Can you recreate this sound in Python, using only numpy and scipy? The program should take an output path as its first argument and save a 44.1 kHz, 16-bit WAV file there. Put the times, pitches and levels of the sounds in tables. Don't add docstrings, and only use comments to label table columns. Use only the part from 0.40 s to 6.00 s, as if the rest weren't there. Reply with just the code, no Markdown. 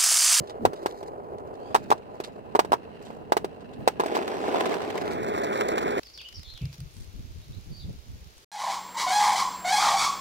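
import sys
import numpy as np
from scipy import signal
from scipy.fft import rfft, irfft, next_fast_len
from scipy.io import wavfile
from scipy.ndimage import uniform_filter1d, minimum_filter1d, map_coordinates

SR = 44100
rng = np.random.default_rng(int(sys.argv[2]) if len(sys.argv) > 2 else 0)


def log_audio(samples):
    frames = np.atleast_2d(samples).T
    limited = np.clip(frames, -1, 1)
    pcm = np.round(limited * 32767).astype(np.int16)
    wavfile.write(sys.argv[1], SR, pcm)


N = 246773
PADDED = next_fast_len(N + 4096, True)
TIME, HZ = np.arange(N) / SR, np.fft.rfftfreq(PADDED, 1 / SR) + 1e-3
COARSE_AT_S, FINE_AT_S = 3.6, 4.654

# pitch_hz, width_hz, gain_db
BOARD_MODES = [(419.5, 90.5, 6), (610, 21, -3.5), (834, 185, -1), (993, 40, 4.5), (2460, 160, -17),
               (4530, 270, -48.5), (8180, 300, 5.5)]


def wheels():
    # frequency_hz, gain_db
    concrete_spectrum = [(100, 1), (200, -12), (320, 1), (500, 5), (700, 5.5), (950, -4), (1300, -7),
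                         (2100, -24.5), (3000, -29), (5000, -46), (9000, -42)]
    coarse_spectrum = [(100, -34), (200, -1), (320, 0.5), (500, -1), (700, 2), (950, -7), (1300, -9.5),
                       (2100, -15), (3000, -18), (5000, -25), (9000, -40.5)]
    fine_spectrum = [(100, -62), (200, -3), (320, 0), (500, 0.5), (700, 2.5), (950, -5.5), (1300, -5.5),
                     (2250, -10), (2950, -24.5), (3600, -19), (5000, -58), (9000, -61)]
    # start_s, level_db
    slabs = [(0, -39.5), (1.35, -43.5), (2.2, -45), (2.92, -44.5)]
    # time_s, level_db
    rough_levels = [(3.7, -33), (3.77, -25), (3.82, -30.5), (4.0, -30), (4.13, -25), (4.25, -24),
                    (4.37, -29), (4.6, -31), (4.85, -29), (5.2, -23.5), (5.35, -26.5), (5.55, -25)]
    shaking = bumps(per_s=420, spread_db=4, fade_s=.003, bed=.4)
    crunch = bumps(per_s=800, spread_db=5.5, fade_s=.0006, bed=.4)
    onto_coarse, onto_fine = passed(COARSE_AT_S, blend_s=0.0056), passed(FINE_AT_S, blend_s=0.094)
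    slab_s, slab_db = np.transpose(slabs)
    smooth = gain_of(slab_db[np.searchsorted(slab_s[1:], TIME)]) * waver(spread_db=-1, smooth_s=0.083)
    rough = gain_of(np.interp(TIME, *np.transpose(rough_levels)))
    on_concrete = smooth * np.sqrt(1 - onto_coarse)
    on_coarse = gain_of(-0.5) * rough * np.sqrt(onto_coarse * (1 - onto_fine))
    on_fine = gain_of(-1) * rough * np.sqrt(onto_fine)
    concrete = rolling(concrete_spectrum, on_concrete, shaking ** 0.97)
    coarse = rolling(coarse_spectrum, on_coarse, shaking * crunch ** .5)
    gravel = gain_of(-19.5) * on_coarse * chips()
    fine = rolling(fine_spectrum, on_fine, shaking ** 0.77)
    sandiness = gain_of(-34) * on_concrete + gain_of(-27.5) * on_coarse + gain_of(-19.5) * on_fine
    return concrete + coarse + gravel + fine + sand(sandiness, shaking * crunch)


def rolling(pavement, loudness, shaking):
    colour = shape(pavement) * (1 + resonances(BOARD_MODES))
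    return loudness * unit_rms(filtered(wheel_noise() * shaking, colour))


def wheel_noise():
    # time_s, direct_share, left_lag_ms
    path = [(0, 0.88, 0.44), (3.5, 0.52, 0.38), (3.7, .73, 0.36), (4.5, 0.11, 0.36), (4.8, 0.97, 0.52),
            (5.6, 1, 0.53)]
    s, direct, lag_ms = np.transpose(path)
    return port_noise(np.interp(TIME, s, direct), np.interp(TIME, s, lag_ms), alike_hz=9800)


def blows(knock_swell_s=0.0012, lip_swell_s=0.00066, edge_swell_s=0.00142):
    # start_s, thump_db, pitch_hz, ring_db, rattle_db
    knocks = [(0.251, 1, 730, -11, -24), (0.3316, -24, 930, -24.5, -43), (0.4301, -33, 780, -24, -53),
              (0.4588, -10, 860, -16, -29.5), (0.628, -26.5, 770, -27.5, -47),
              (1.8007, -20.5, 840, -20, -38.5), (2.1906, 2.5, 780, -12.5, -20),
              (2.247, -21, 930, -22.5, -43), (2.7033, -25, 812, -28, -54),
              (2.9202, -2.5, 790, -18.5, -25.5), (2.967, -6.5, 800, -18, -25),
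              (3.044, -16.5, 880, -18, -37), (3.4751, -0.5, 770, -14.5, -19.5), (3.635, -14, 900, -25, -41),
              (3.659, -21, 834, -21, -35.5), (3.754, -18, 830, -34, -31), (3.767, -11, 920, -46, -36),
              (4.145, -11, 845, -39, -55)]
    # start_s, crossing_s, lip_db, edge_db, bounce_db, ring_db, rattle_db
    wide_joints = [(1.3446, 0.0048, -9, 4.5, -13, -27.5, -22.5), (1.503, .0113, -16, 0.5, -4.5, -15.5, -27),
                   (2.15, .0047, -6.5, -7, -24, -14, -34), (2.3194, .0108, -5, -4.5, -5, -16, -28),
                   (3.5968, .0042, -13.5, -11.5, -12.5, -14.5, -32.5)]
    for s, db, hz, ring_db, rattle_db in knocks:
        yield s, db, hz, knock_swell_s, ring_db, rattle_db
        yield s + 0.00558, db - 13.5, 950, edge_swell_s, ring_db - 14, rattle_db - 5
    for s, crossing_s, lip_db, edge_db, bounce_db, ring_db, rattle_db in wide_joints:
        flight_s = 0.0085 * gain_of(edge_db) ** 0.252
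        yield s, lip_db, 740, lip_swell_s, ring_db, rattle_db
        yield s + crossing_s, edge_db, 913, edge_swell_s, ring_db - 5, rattle_db
        yield s + crossing_s + flight_s, bounce_db, 1000, knock_swell_s, ring_db - 3, rattle_db - 4


def thumps(scatter_db=-15, scatter_fade_s=0.0084, scatter_hz=850, tread_hz=450):
    t = np.arange(round(.12 * SR)) / SR
    tread = 1 / (1 + 1j * HZ / tread_hz) ** 2
    ring = irfft(resonances(BOARD_MODES) * tread, PADDED)[:len(t)]
    ring = -ring / abs(ring).max()
    direct, scattered = np.zeros(N), np.zeros((2, N))
    for s, db, hz, swell_s, ring_db, _ in blows():
        swell = t / swell_s
        thump = (swell * np.exp(1 - swell)) ** 3 * np.sin(2 * np.pi * hz * (t - swell_s))
        add(direct, s, gain_of(db) * thump + gain_of(ring_db) * ring)
        tail = (1 - np.exp(-swell / 2)) * np.exp(-t / scatter_fade_s)
        add(scattered, s, gain_of(db + scatter_db) * tail * rng.standard_normal((2, len(t))))
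    colour = resonances([(scatter_hz, 520, 0)]) ** 2
    return ports(radiated(direct), lag_ms=0.36) + filtered(scattered, unit_rms(colour))


def rattles(delay_s=0.0013, rise_s=0.00044, crack_s=0.0042, tail_db=-27, tail_s=0.023):
    # frequency_hz, gain_db
    metal_spectrum = [(300, 4), (600, 9.5), (1000, -2.5), (1600, 4), (3000, -1.5), (4600, -1.5),
                      (6500, -6.5), (8300, -12.5), (10000, -14), (16000, -14)]
    # pitch_hz, width_hz, gain_db
    rattle_colour_peaks = [(1620, 120, -1), (2000, 120, -7.5), (2810, 200, -5), (3800, 110, -8)]
    t = np.arange(round(.2 * SR)) / SR
    burst = (1 - np.exp(-t / rise_s)) * (np.exp(-t / crack_s) + gain_of(tail_db) * np.exp(-t / tail_s))
    power = np.zeros(N)
    for s, *_, rattle_db in blows():
        add(power, s + delay_s, (gain_of(rattle_db) * burst) ** 2)
    chatter = port_noise(direct=0.48, lag_ms=0.329)
    chatter *= bumps(per_s=4100, spread_db=0.5, fade_s=0.00069, bed=0.78)
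    colour = shape(metal_spectrum) * (1 + resonances(BOARD_MODES) + resonances(rattle_colour_peaks))
    return gain_of(7) * radiated(filtered(np.sqrt(power) * chatter, unit_rms(colour)))


def stones(fade_s=0.0057):
    # time_s, level_db
    loud_stones = [(3.879, -25.5), (4.2067, -22), (4.257, -19), (4.3202, -29), (4.341, -26), (4.502, -25.5),
                   (4.577, -26.5), (5.2097, -23), (5.3806, -20)]
    # frequency_hz, gain_db
    snap_spectrum = [(400, -3), (900, 16), (1800, 12.5), (3500, 3.5), (5500, -3), (8300, -7.5),
                     (10000, -12), (16000, -17)]
    small_stones = strewn(COARSE_AT_S, N / SR, mean_db=-33, spread_db=7, count=20)
    snaps = [(s, db, fade_s) for s, db in loud_stones + small_stones]
    return specks(snaps, snap_spectrum, rise_share=0.22)


def ticks():
    # time_s, level_db, fade_s
    tick_events = [(0.076, -42.5, 0.007), (0.098, -37, .009), (0.365, -48.5, 0.02), (0.5107, -39, 0.0032),
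                   (0.984, -43.5, 0.0025), (1.14, -52, .004), (1.153, -50, .004), (1.58, -46, .005),
                   (1.842, -32.5, 0.011), (2.658, -44, 0.017), (3.209, -51, 0.0089),
                   (3.3368, -47.5, 0.0087)]
    # frequency_hz, gain_db
    tick_spectrum = [(300, -23), (1200, 9.5), (2500, 1), (3600, 8.5), (5000, 2.5), (6500, -2.5), (8500, -4),
                     (11000, -15), (16000, -20)]
    return gain_of(2) * specks(tick_events, tick_spectrum, rise_share=0.51)


def specks(rows, spectrum, rise_share):
    t = np.arange(round(.08 * SR)) / SR
    envelope = np.zeros(N)
    for s, db, fade_s in rows:
        rise_s = rise_share * fade_s
        add(envelope, s - rise_s, gain_of(db) * (1 - np.exp(-t / rise_s)) * np.exp(-t / fade_s))
    splinters = bumps(per_s=1200, spread_db=3, fade_s=.0004, bed=.6)
    return envelope * unit_rms(filtered(wheel_noise() * splinters, shape(spectrum)))


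def chips(per_s=320, low_hz=1470, high_hz=9140, pitches=24, fade_cycles=8.6, db_per_octave=-4):
    t = np.arange(round(.02 * SR)) / SR
    flicks = collisions(per_s, spread_db=4)
    pitch_index, pings = rng.integers(0, pitches, N), np.zeros((2, N))
    for k, hz in enumerate(np.geomspace(low_hz, high_hz, pitches)):
        envelope = np.minimum(hz * t, 1) * np.exp(-hz * t / fade_cycles)
        ping = envelope * np.sin(2 * np.pi * (hz * t + rng.random((2, 1))))
        tilt = gain_of(db_per_octave * np.log2(hz / low_hz))
        for i in np.flatnonzero(flicks * (pitch_index == k)):
            add(pings, i / SR, flicks[i] * tilt * ping)
    return unit_rms(pings)


def sand(loudness, crunch):
    # frequency_hz, gain_db
    sand_spectrum = [(2000, 8), (3100, -12.5), (4000, 5.5), (5500, 0), (8300, -3), (9500, -11), (13000, -7),
                     (16000, -23)]
    # centre_s, half_length_s, level_db
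    patches = [(0.02, 0.062, -67), (0.52, 0.14, -58.5), (1.39, 0.098, -61.5), (1.86, 0.11, -66.5),
               (2.69, 0.07, -63)]
    clumps = waver(spread_db=3, smooth_s=0.075)
    grains = filtered(wheel_noise() * crunch * clumps, shape(sand_spectrum))
    return (loudness + swells(patches)) * unit_rms(grains)


def whirr():
    # time_s, level_db, pitch_factor
    whirr_course = [(0, -65, 1), (0.9, -75, 1), (1.42, -56.5, 0.88), (1.7, -62, 0.94), (2.2, -61.5, 0.92),
                    (2.55, -57.5, 0.95), (2.9, -62, 0.94), (3.6, -56.5, 0.95), (4.4, -78, 1)]
    # pitch_hz, width_hz, gain_db
    whirr_bands = [(1810, 990, 6), (2820, 390, 3.5), (4130, 560, -5.5), (8250, 570, -15.5)]
    return gliding_hiss(whirr_course, whirr_bands)


def swish():
    # time_s, level_db, pitch_factor
    swish_course = [(1.15, -71.5, 0.88), (1.25, -61.5, 0.99), (1.335, -64, 1.06), (1.37, -76, 1.06)]
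    # pitch_hz, width_hz, gain_db
    swish_bands = [(3270, 420, 6), (4600, 330, 7), (6400, 600, -2), (7900, 540, -6)]
    return gliding_hiss(swish_course, swish_bands)


def gliding_hiss(course, bands):
    s, db, pitch_factor = np.transpose(course)
    hiss = port_noise(direct=0.04, lag_ms=0.33)
    hiss *= bumps(per_s=130, spread_db=1.5, fade_s=0.0018, bed=0.92)
    banded = unit_rms(filtered(hiss, abs(resonances(bands)) ** 1.78))
    positions = np.cumsum(np.interp(TIME, s, pitch_factor))
    loudness = gain_of(np.interp(TIME, s, db, left=-120, right=-120))
    return loudness * np.array([read_at(port, positions) for port in banded])


def wind(growth_db_per_s=2, weave_s=0.672, swing_at_s=0.087, swing_db=1):
    # frequency_hz, gain_db
    air_spectrum = [(15, -18), (40, -10), (80, -3.5), (160, 0), (260, 2), (500, -9), (1500, -50.5)]
    # centre_s, half_length_s, level_db
    gusts = [(0, 0.024, -33.5), (0.255, 0.041, -32.5), (1.02, 0.2, -56.5), (1.45, 0.13, -48.5),
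             (2.3, 0.05, -47), (3.04, 0.039, -48), (3.41, 0.029, -40), (4.78, 0.16, -44.5)]
    air = filtered(rng.standard_normal((2, N)), shape(air_spectrum))
    air *= bumps(per_s=70, spread_db=1, fade_s=0.17, bed=9.8)
    swing = np.cos(2 * np.pi * (TIME - swing_at_s) / weave_s)
    flow = gain_of(-53.5 + growth_db_per_s * TIME + swing_db * swing) + swells(gusts)
    return flow * gain_of([[-.5], [2.5]]) * unit_rms(air)


def radiated(x, corner_hz=240):
    return signal.sosfilt(signal.butter(2, corner_hz, "high", fs=SR, output="sos"), x)


def ports(x, lag_ms):
    return np.array([read_at(x, (TIME - lag_ms / 1000) * SR), x])


def port_noise(direct, lag_ms, alike_hz=4800):
    straight = np.sqrt(direct) * ports(rng.standard_normal(N), lag_ms)
    scattered = np.sqrt(1 - direct) * rng.standard_normal((2, N))
    alike = 1 / (1 + (HZ / alike_hz) ** 4)
    treble = filtered(rng.standard_normal((2, N)), np.sqrt(1 - alike))
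    return filtered(straight + scattered, np.sqrt(alike)) + treble


def collisions(per_s, spread_db):
    size = gain_of(spread_db * np.minimum(rng.exponential(1, N), 3))
    return size * (rng.random(N) < per_s / SR)


def bumps(per_s, spread_db, fade_s, bed):
    power = signal.lfilter([1], [1, -np.exp(-1 / (fade_s * SR))], collisions(per_s, spread_db) ** 2)
    return np.sqrt((power / power.mean() + bed) / (1 + bed))


def strewn(start_s, end_s, mean_db, spread_db, count):
    return [(start_s + (end_s - start_s) * (k + place) / count, mean_db + spread_db * (2 * size - 1))
            for k, (place, size) in enumerate(rng.random((count, 2)))]


def passed(s, blend_s):
    return .5 + .5 * np.tanh((TIME - s) / blend_s)


def swells(rows):
    return sum(gain_of(db) * np.exp(-((TIME - s) / half_s) ** 2) for s, half_s, db in rows)


def waver(spread_db, smooth_s):
    drift = filtered(rng.standard_normal(N), np.exp(-(HZ * smooth_s) ** 2) * HZ)
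    return gain_of(spread_db * unit_rms(drift))


def shape(points):
    hz, db = np.transpose(points)
    return gain_of(np.interp(np.log(HZ), np.log(hz), db)) * np.minimum(HZ / hz[0], 1)


def resonances(peaks):
    return sum(gain_of(db) / (1 + 1j * (HZ ** 2 - hz ** 2) / (width * HZ)) for hz, width, db in peaks)


def filtered(x, response):
    return irfft(rfft(x, PADDED) * response, PADDED)[..., :N]


def read_at(x, positions):
    return map_coordinates(x, [positions], order=3, mode="mirror")


def add(mix, s, sound):
    part = mix[..., round(s * SR):][..., :sound.shape[-1]]
    part += sound[..., :part.shape[-1]]


def gain_of(db):
    return 10 ** (np.asarray(db) / 20)


def unit_rms(x):
    return x / np.sqrt(np.mean(abs(x) ** 2) + 1e-20)


def scene():
    board = wheels() + thumps() + rattles() + stones() + ticks() + whirr() + swish()
    return board * gain_of([[-.6], [.6]]) + wind()


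def record(dry):
    allowed_gain = np.minimum(.96 / (abs(dry).max(0) + 1e-9), 1)
    gain = uniform_filter1d(minimum_filter1d(allowed_gain, size=121), size=101)
    low_pass = signal.firwin(511, cutoff=16150, window=("kaiser", 9), fs=SR)
    return signal.oaconvolve(dry * gain, low_pass[None], "same")


dry = scene()
out = record(dry)
log_audio(out)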